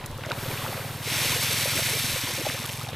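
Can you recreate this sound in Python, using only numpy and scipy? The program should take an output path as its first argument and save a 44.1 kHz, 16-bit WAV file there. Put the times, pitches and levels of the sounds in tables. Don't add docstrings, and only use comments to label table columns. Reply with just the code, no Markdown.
import sys
import numpy as np
from scipy import signal
from scipy.fft import rfft, irfft
from scipy.io import wavfile
from scipy.ndimage import uniform_filter1d

SR = 44100
rng = np.random.default_rng(int(sys.argv[2]) if len(sys.argv) > 2 else 0)


def ratio_of_db(decibels):
    return 10 ** (np.asarray(decibels, float) / 20)


def file_out(sig):
    cols = np.atleast_2d(sig).T
    lim = np.clip(cols, -1, 1)
    pcm = np.round(lim * 32767).astype(np.int16)
    wavfile.write(sys.argv[1], SR, pcm)


N = 130095


def rms_one(x):
    return x / np.sqrt(np.mean(x ** 2) + 1e-20)


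def in_time(rows):
    s, values = np.transpose(rows)
    return np.interp(np.arange(N) / SR, s, values)


def per_bin(points):
    hz = np.maximum(np.arange(N // 2 + 1) * SR / N, 1)
    point_hz, values = np.transpose(points)
    return np.interp(np.log(hz), np.log(point_hz), values)


def colour(x, points):
    spectrum = rfft(x)
    own = np.sqrt(uniform_filter1d(np.abs(spectrum) ** 2, size=1501) + 1e-12)
    return rms_one(irfft(spectrum / own * ratio_of_db(per_bin(points)), N))


def coloured_noise(points):
    spectrum = rfft(rng.standard_normal(N))
    return rms_one(irfft(spectrum * ratio_of_db(per_bin(points)), N))


def drift(rate_hz):
    r = np.exp(-80 * np.pi * rate_hz / SR)
    noise = rng.standard_normal(N // 40 + 2002)
    slow = signal.lfilter([1], [1, -2 * r, r * r], noise)[2000:]
    return np.interp(np.arange(N) / 40, np.arange(len(slow)), rms_one(slow))


def flutter(rate_hz):
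    quick = drift(rate_hz)
    return rms_one(quick - uniform_filter1d(quick, size=5000))


def ring(clicks, hz, t60_s):
    r, w = ratio_of_db(-60 / (t60_s * SR)), 2 * np.pi * hz / SR
    return signal.lfilter([0, np.sin(w)], [1, -2 * r * np.cos(w), r * r], clicks + 1e-18)


def grains(rate, low_hz, high_hz, cycles, spread_db):
    sizes = ratio_of_db(spread_db * np.minimum(rng.exponential(1, N), 5)) * rng.choice([-1, 1], N)
    clicks = sizes * (rng.random(N) < rate / SR)
    dealt = rng.integers(0, 24, N)
    out = np.zeros(N)
    for k, hz in enumerate(np.geomspace(low_hz, high_hz, 24)):
        out += ring(clicks * (dealt == k), hz, cycles / hz)
    return rms_one(out)


def add(out, s, sound):
    i = int(s * SR)
    sound = sound[max(-i, 0):N - i]
    out[max(i, 0):max(i, 0) + len(sound)] += sound


def sack():
    # time_s, level_db
    flow = [(0, -71), (.22, -62), (.29, -51), (.34, -46), (.4, -41), (.5, -39), (.6, -39.5), (.7, -40),
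            (.8, -41.5), (.9, -43.5), (1.02, -44.5), (1.3, -36.5), (1.6, -66.5)]
    # frequency_hz, density_db (dB per Hz)
    weave_tone = [(710, -9), (1200, -9), (1670, -8.5), (2360, -10), (2950, -11.5), (4020, -12.5),
                  (4380, -12), (7020, -17.5), (9890, -15), (11400, -18.5), (13200, -11.5), (15500, -23)]
    rate = 9000 * ratio_of_db(1.5 * flutter(19))
    rub = grains(rate, 1350, 17500, cycles=1.2, spread_db=1.5)
    rub = rub + 0.91 * rng.standard_normal(N)
    level_db = in_time(flow) + 3.5 + 0.39 * flutter(25)
    return ratio_of_db(level_db) * colour(rub, weave_tone)


def shower():
    # time_s, level_db
    pour = [(1.0, -65), (1.025, -39), (1.06, -33), (1.1, -27.5), (1.15, -26.5), (1.25, -25.5), (1.33, -27),
            (1.45, -27), (1.58, -26), (1.7, -27.5), (1.8, -26.5), (1.95, -28), (2.1, -28.5), (2.2, -30),
            (2.27, -30), (2.35, -31), (2.43, -32), (2.52, -31.5), (2.62, -36), (2.72, -38), (2.8, -39),
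            (2.88, -41.5), (2.95, -45.5)]
    # frequency_hz, density_db (dB per Hz)
    pour_tone = [(410, -62), (700, -14), (1000, -6.5), (1500, -5.5), (2280, 2.5), (3000, -0.5), (3800, 1),
                 (4600, -2), (6000, -2.5), (7030, -7), (7900, -4.5), (9000, -6.5), (10200, -4.5),
                 (11400, -9.5), (13100, -3.5), (14400, -13.5), (15500, -18)]
    # time_s, gain_db
    treble_gain = [(1.0, -6), (1.2, -1.5), (1.5, 0), (2.0, 0.8), (2.5, -2.5), (2.75, 1.5), (2.85, -1),
                   (2.95, -7)]
    pour_db = in_time(pour)
    density = np.maximum(ratio_of_db(1.5 * (pour_db - pour_db.max())), .03)
    rate = 9000 * density * ratio_of_db(1.4 * flutter(40))
    bubbles = grains(rate, 1450, 9060, cycles=20.0, spread_db=0.0)
    impacts = grains(rate, 3500, 16700, cycles=1.95, spread_db=3.0)
    fizz = rms_one((bubbles + 0.98 * impacts) / np.sqrt(density))
    whole = colour(fizz + 0.38 * rng.standard_normal(N), pour_tone)
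    high_pass = signal.butter(1, 5500.0, "high", fs=SR, output="sos")
    treble = signal.sosfiltfilt(high_pass, whole)
    level_db = pour_db + 0.34 + 0.2 * flutter(22)
    return ratio_of_db(level_db) * (whole + (ratio_of_db(in_time(treble_gain)) - 1) * treble)


def bubble(level_db, hz, length_s):
    rise_per_s = 8.3
    t = np.arange(int(3 * length_s * SR)) / SR
    shape = t / length_s * 4.36 * np.exp(1 - t / length_s * 3.05)
    rough = 1 + .5 * np.sin(2 * np.pi * rng.uniform(110, 270) * t + rng.uniform(0, 8.9))
    tone = np.sin(2 * np.pi * hz * (t + rise_per_s * t * t / 2))
    return ratio_of_db(level_db) * shape * rough * tone


def fish():
    # nominal time_s, level_db (before shaping), starting pitch_hz, length_s
    gulps = [(0.19, -36, 496, 0.009), (0.265, -34, 600, 0.011), (0.288, -33, 574, 0.013),
             (0.308, -27.5, 525, 0.0078), (0.323, -35.5, 915, 0.014), (0.43, -35.5, 363, 0.01),
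             (0.459, -34, 490, 0.013), (0.618, -35, 1030, 0.011), (0.651, -31, 860, 0.0067),
             (0.729, -34, 760, 0.009), (0.775, -37.5, 520, 0.01), (1.074, -32, 438, 0.009),
             (1.286, -41, 395, 0.011), (1.323, -35, 930, 0.016), (1.36, -31.5, 451, 0.016),
             (1.508, -33.5, 464, 0.013), (1.657, -25.5, 537, 0.0081), (1.763, -29, 317, 0.0078),
             (1.78, -36, 580, 0.021), (1.931, -34, 403, 0.018), (2.16, -31.5, 495, 0.012),
             (2.273, -33.5, 995, 0.0067), (2.306, -34, 544, 0.0072), (2.383, -34, 510, 0.013),
             (2.414, -31.5, 440, 0.0079), (2.455, -29, 793, 0.0079), (2.465, -30, 740, 0.009),
             (2.469, -23.5, 588, 0.0064), (2.545, -36, 500, 0.013), (2.647, -31, 1160, 0.0045),
             (2.813, -36, 1220, 0.009), (2.869, -38, 785, 0.009), (2.886, -36, 703, 0.012),
             (0.427, -39, 229, 0.013), (1.753, -35, 322, 0.016), (2.041, -34.5, 231, 0.011),
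             (2.234, -34, 258, 0.014), (2.396, -35, 288, 0.015), (2.491, -32.5, 232, 0.013),
             (2.599, -39, 209, 0.02)]
    # time_s, level_db
    churn_level = [(0, -38), (.1, -43), (.2, -41.5), (.3, -34.5), (.38, -38), (.47, -35.5), (.55, -34),
                   (.65, -34.5), (.78, -37.5), (.9, -39), (1.02, -42.5), (1.12, -35), (1.3, -36.5),
                   (1.5, -38), (1.75, -34), (2.0, -39), (2.2, -36), (2.45, -40), (2.65, -37.5), (2.8, -45),
                   (2.9, -42), (2.95, -32)]
    # frequency_hz, density_db (dB per Hz)
    lapping = [(200, 4), (291, -9), (400, -6.5), (559, 0), (800, -10.5), (1360, -8.5), (2500, -12.5),
               (4000, -14), (5200, -38), (8800, -80)]
    out = np.zeros(N)
    for s, level_db, hz, length_s in gulps:
        add(out, s - .002, bubble(level_db, hz, max(length_s, .004)))
    rate = 400 * ratio_of_db(2.5 * flutter(9.2))
    churn = grains(rate, 316, 2920, cycles=15.7, spread_db=2.0)
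    churn = churn + .7 * rng.standard_normal(N)
    return out + ratio_of_db(in_time(churn_level) - 2.5) * colour(churn, [(100, -42), *lapping])


def drops():
    # start_s, peak_db, pitch_hz, t60_s of the burst
    snaps = [(0.2362, -26, 2680, .012), (.238, -27.5, 1490, 0.036), (0.2484, -26, 1900, .012),
             (.251, -36, 3700, .012), (.2603, -29, 6200, .008), (.2925, -32, 2090, 0.014),
             (0.3005, -21, 3740, 0.0089), (.3108, -20, 1480, 0.022), (0.3175, -15, 3480, 0.0097),
             (0.3163, -27, 1240, 0.0069), (0.513, -27, 2400, .02), (.663, -22, 1300, 0.0071),
             (.68, -29, 2800, 0.01), (1.0286, -25.5, 2900, .012), (2.481, -24, 2370, 0.022),
             (2.4993, -19.5, 1800, 0.0043), (2.6931, -21.5, 2890, 0.017), (2.807, -29, 3000, 0.017),
             (2.847, -30, 2720, 0.013), (2.8885, -25.5, 3550, 0.017)]
    # start_s, level_db (before a fixed cut), t60_s
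    ticks = [(0.0601, -24.5, 0.021), (0.178, -33, 0.0088), (1.37, -18.5, .004), (1.5395, -29, 0.0044),
             (2.6614, -13.5, 0.0047), (2.7285, -19, 0.0036), (2.9055, -32, .005)]
    # time_s, rate (clicks per s)
    strays = [(0, 30), (.3, 40), (1, 20), (1.2, 60), (2.4, 77), (2.7, 110), (2.95, 80)]
    out, t = np.zeros(N), np.arange(2000) / SR
    for s, peak_db, hz, t60_s in snaps:
        burst = rng.standard_normal(2000) * ratio_of_db(-60 * t / t60_s)
        ringing = ring(burst, hz, 14.0 / hz)
        add(out, s, ratio_of_db(peak_db) * ringing / abs(ringing).max())
    high_pass = signal.butter(2, 3000.0, "high", fs=SR, output="sos")
    spray = signal.sosfilt(high_pass, rng.standard_normal(N))
    attack = 1 - np.exp(-t / 0.000087)
    for s, level_db, t60_s in ticks:
        stretch = np.roll(spray, -int(s * SR))[:2000]
        add(out, s, ratio_of_db(level_db - 1.5 - 60 * t / t60_s) * attack * stretch)
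    patter = grains(in_time(strays), 1330, 13000, cycles=3.0, spread_db=4.5)
    return out + ratio_of_db(-56) * patter


def engine():
    # time_s, speed (firings per s)
    speed = [(0.0, 16.27), (0.147, 16.91), (0.224, 19.61), (0.31, 17.18), (0.407, 19.32), (0.559, 19.37),
             (0.75, 17.6), (0.898, 21.3), (1.043, 17.19), (1.141, 20.56), (1.38, 22.59), (1.456, 20.86),
             (1.725, 21.23), (1.779, 22.08), (1.829, 20.66), (1.916, 22.45), (2.169, 20.99), (2.23, 20.03),
             (2.566, 19.43), (2.642, 19.98), (2.702, 20.74), (2.95, 22.32)]
    # delay_s, level_db (before the firing's own strength)
    paths = [(0, -22.5), (.0079, -22), (0.0288, -35)]
    # time_s, gain_db
    effort = [(0, -2.5), (.15, -2.5), (.3, -1), (.45, 1.5), (.6, -1), (.8, 0.3), (1.05, -0.6), (1.3, 1),
              (1.6, 0), (1.8, .6), (2.0, -.6), (2.2, -1), (2.5, -2.1), (2.65, -3), (2.8, -0.5), (2.95, -3)]
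    # time_s, gain_db
    misfires = [(2.19, -10), (2.29, -11), (2.39, -4)]
    first_firing, firings = .763 - 1, 62
    puff_lead_s, puff_s = .0101, 0.0051
    pipe_hz, pipe_width_hz = 108, 115

    t = np.arange(-SR // 10, N) / SR
    turns = np.cumsum(np.interp(t, *np.transpose(speed))) / SR
    fired = np.interp(first_firing + np.arange(firings), turns - turns[SR // 10], t)
    spread_db = .8 * rng.standard_normal((firings, len(paths))).T
    strength_db = np.interp(fired, *np.transpose(effort)) + spread_db
    for s, gain_db in misfires:
        strength_db[:, np.argmin(abs(fired - s))] += gain_db

    puffs, puff = np.zeros(N), np.hanning(int(puff_s * SR))
    for (delay_s, path_db), strengths in zip(paths, strength_db):
        for s, firing_db in zip(fired[:-1], strengths):
            add(puffs, min(s - puff_lead_s + delay_s, N / SR), puff * ratio_of_db(firing_db + path_db))

    r = np.exp(-np.pi * pipe_width_hz / SR)
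    poles = [1, -2 * r * np.cos(2 * np.pi * pipe_hz / SR), r * r]
    piped = signal.lfilter([(1 - r * r) / 2, 0, (r * r - 1) / 2], poles, puffs)
    return signal.sosfilt(signal.butter(3, 55.0, "high", fs=SR, output="sos"), piped)


def wind():
    # time_s, level_db
    gusts = [(0, -50), (.3, -48), (.6, -58), (1.2, -55), (1.6, -64), (2.2, -51), (2.95, -58)]
    # frequency_hz, density_db (dB per Hz)
    rumble_tone = [(12, -15), (25, 10), (40, -20), (52, -12), (65, -2), (85, 5.5), (140, -27)]
    level_db = in_time(gusts) + 4.4 * drift(3.8)
    return ratio_of_db(level_db) * coloured_noise([*rumble_tone, (400, -76)])


def air_hiss():
    # frequency_hz, density_db (dB per Hz)
    air_tone = [(60, -44), (100, -12), (130, -2), (200, -23), (393, -18), (631, -18), (900, -9.5),
                (1770, -23.5), (4550, -25.5), (7110, -31), (10000, -31.5), (13100, -32), (15500, -35)]
    return ratio_of_db(-43.5) * coloured_noise(air_tone)


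def scene():
    # frequency_hz, side_minus_mid_db
    near_width = [(60, -42), (300, -29), (700, -19), (1300, -41), (2500, -26), (3900, -18), (4400, -22),
                  (5300, -22), (6100, -14), (6500, -32), (7000, -40), (8000, -44), (8600, -12.5),
                  (10000, -7), (11200, -11), (13000, -7), (14200, -18), (15000, -26)]
    # frequency_hz, side_minus_mid_db
    air_width = [(20, 5), (60, -27), (200, -15), (1000, -28), (2500, -8.5), (5000, -6), (7000, -7),
                 (12000, 1)]
    # frequency_hz, left_minus_right_db
    level_lean = [(3200, 0), (4000, 1.3), (4600, 2.2), (5500, 0), (6400, 3), (8100, -5), (8600, 5),
                  (9800, -5), (11200, 0.5), (12600, -3.5), (13400, 1.5)]
    # frequency_hz, lead_rad
    phase_lead = [(4500, -0.066), (5200, 0.81), (6300, 0.15), (8100, 0.098), (8500, -.16), (9500, .04),
                  (10600, -0.25), (11600, -.04), (13000, .11), (14000, -.08)]
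    near = sack() + shower() + fish() + drops() + engine()
    mid = rfft(near + air_hiss() + wind())

    apart = np.roll(near, 190) - 0.26 * np.roll(near, 431)
    side = rfft(apart) * ratio_of_db(per_bin(near_width) - 5.5)
    side = side + rfft(air_hiss()) * ratio_of_db(per_bin(air_width))
    side = side + rfft(ratio_of_db(-10) * wind())

    lean = ratio_of_db(per_bin(level_lean) / 2) * np.exp(.5j * per_bin(phase_lead))
    return np.array([irfft((mid + side) * lean, N), irfft((mid - side) / lean, N)])


def band_limit(x):
    return signal.sosfilt(signal.butter(12, 15710, fs=SR, output="sos"), x)


def record(dry):
    low_pass = signal.cheby2(12, 60, 16000, fs=SR, output="sos")
    mix = signal.sosfilt(low_pass, dry)
    return band_limit(mix)


dry = scene()
out = record(dry)
file_out(out)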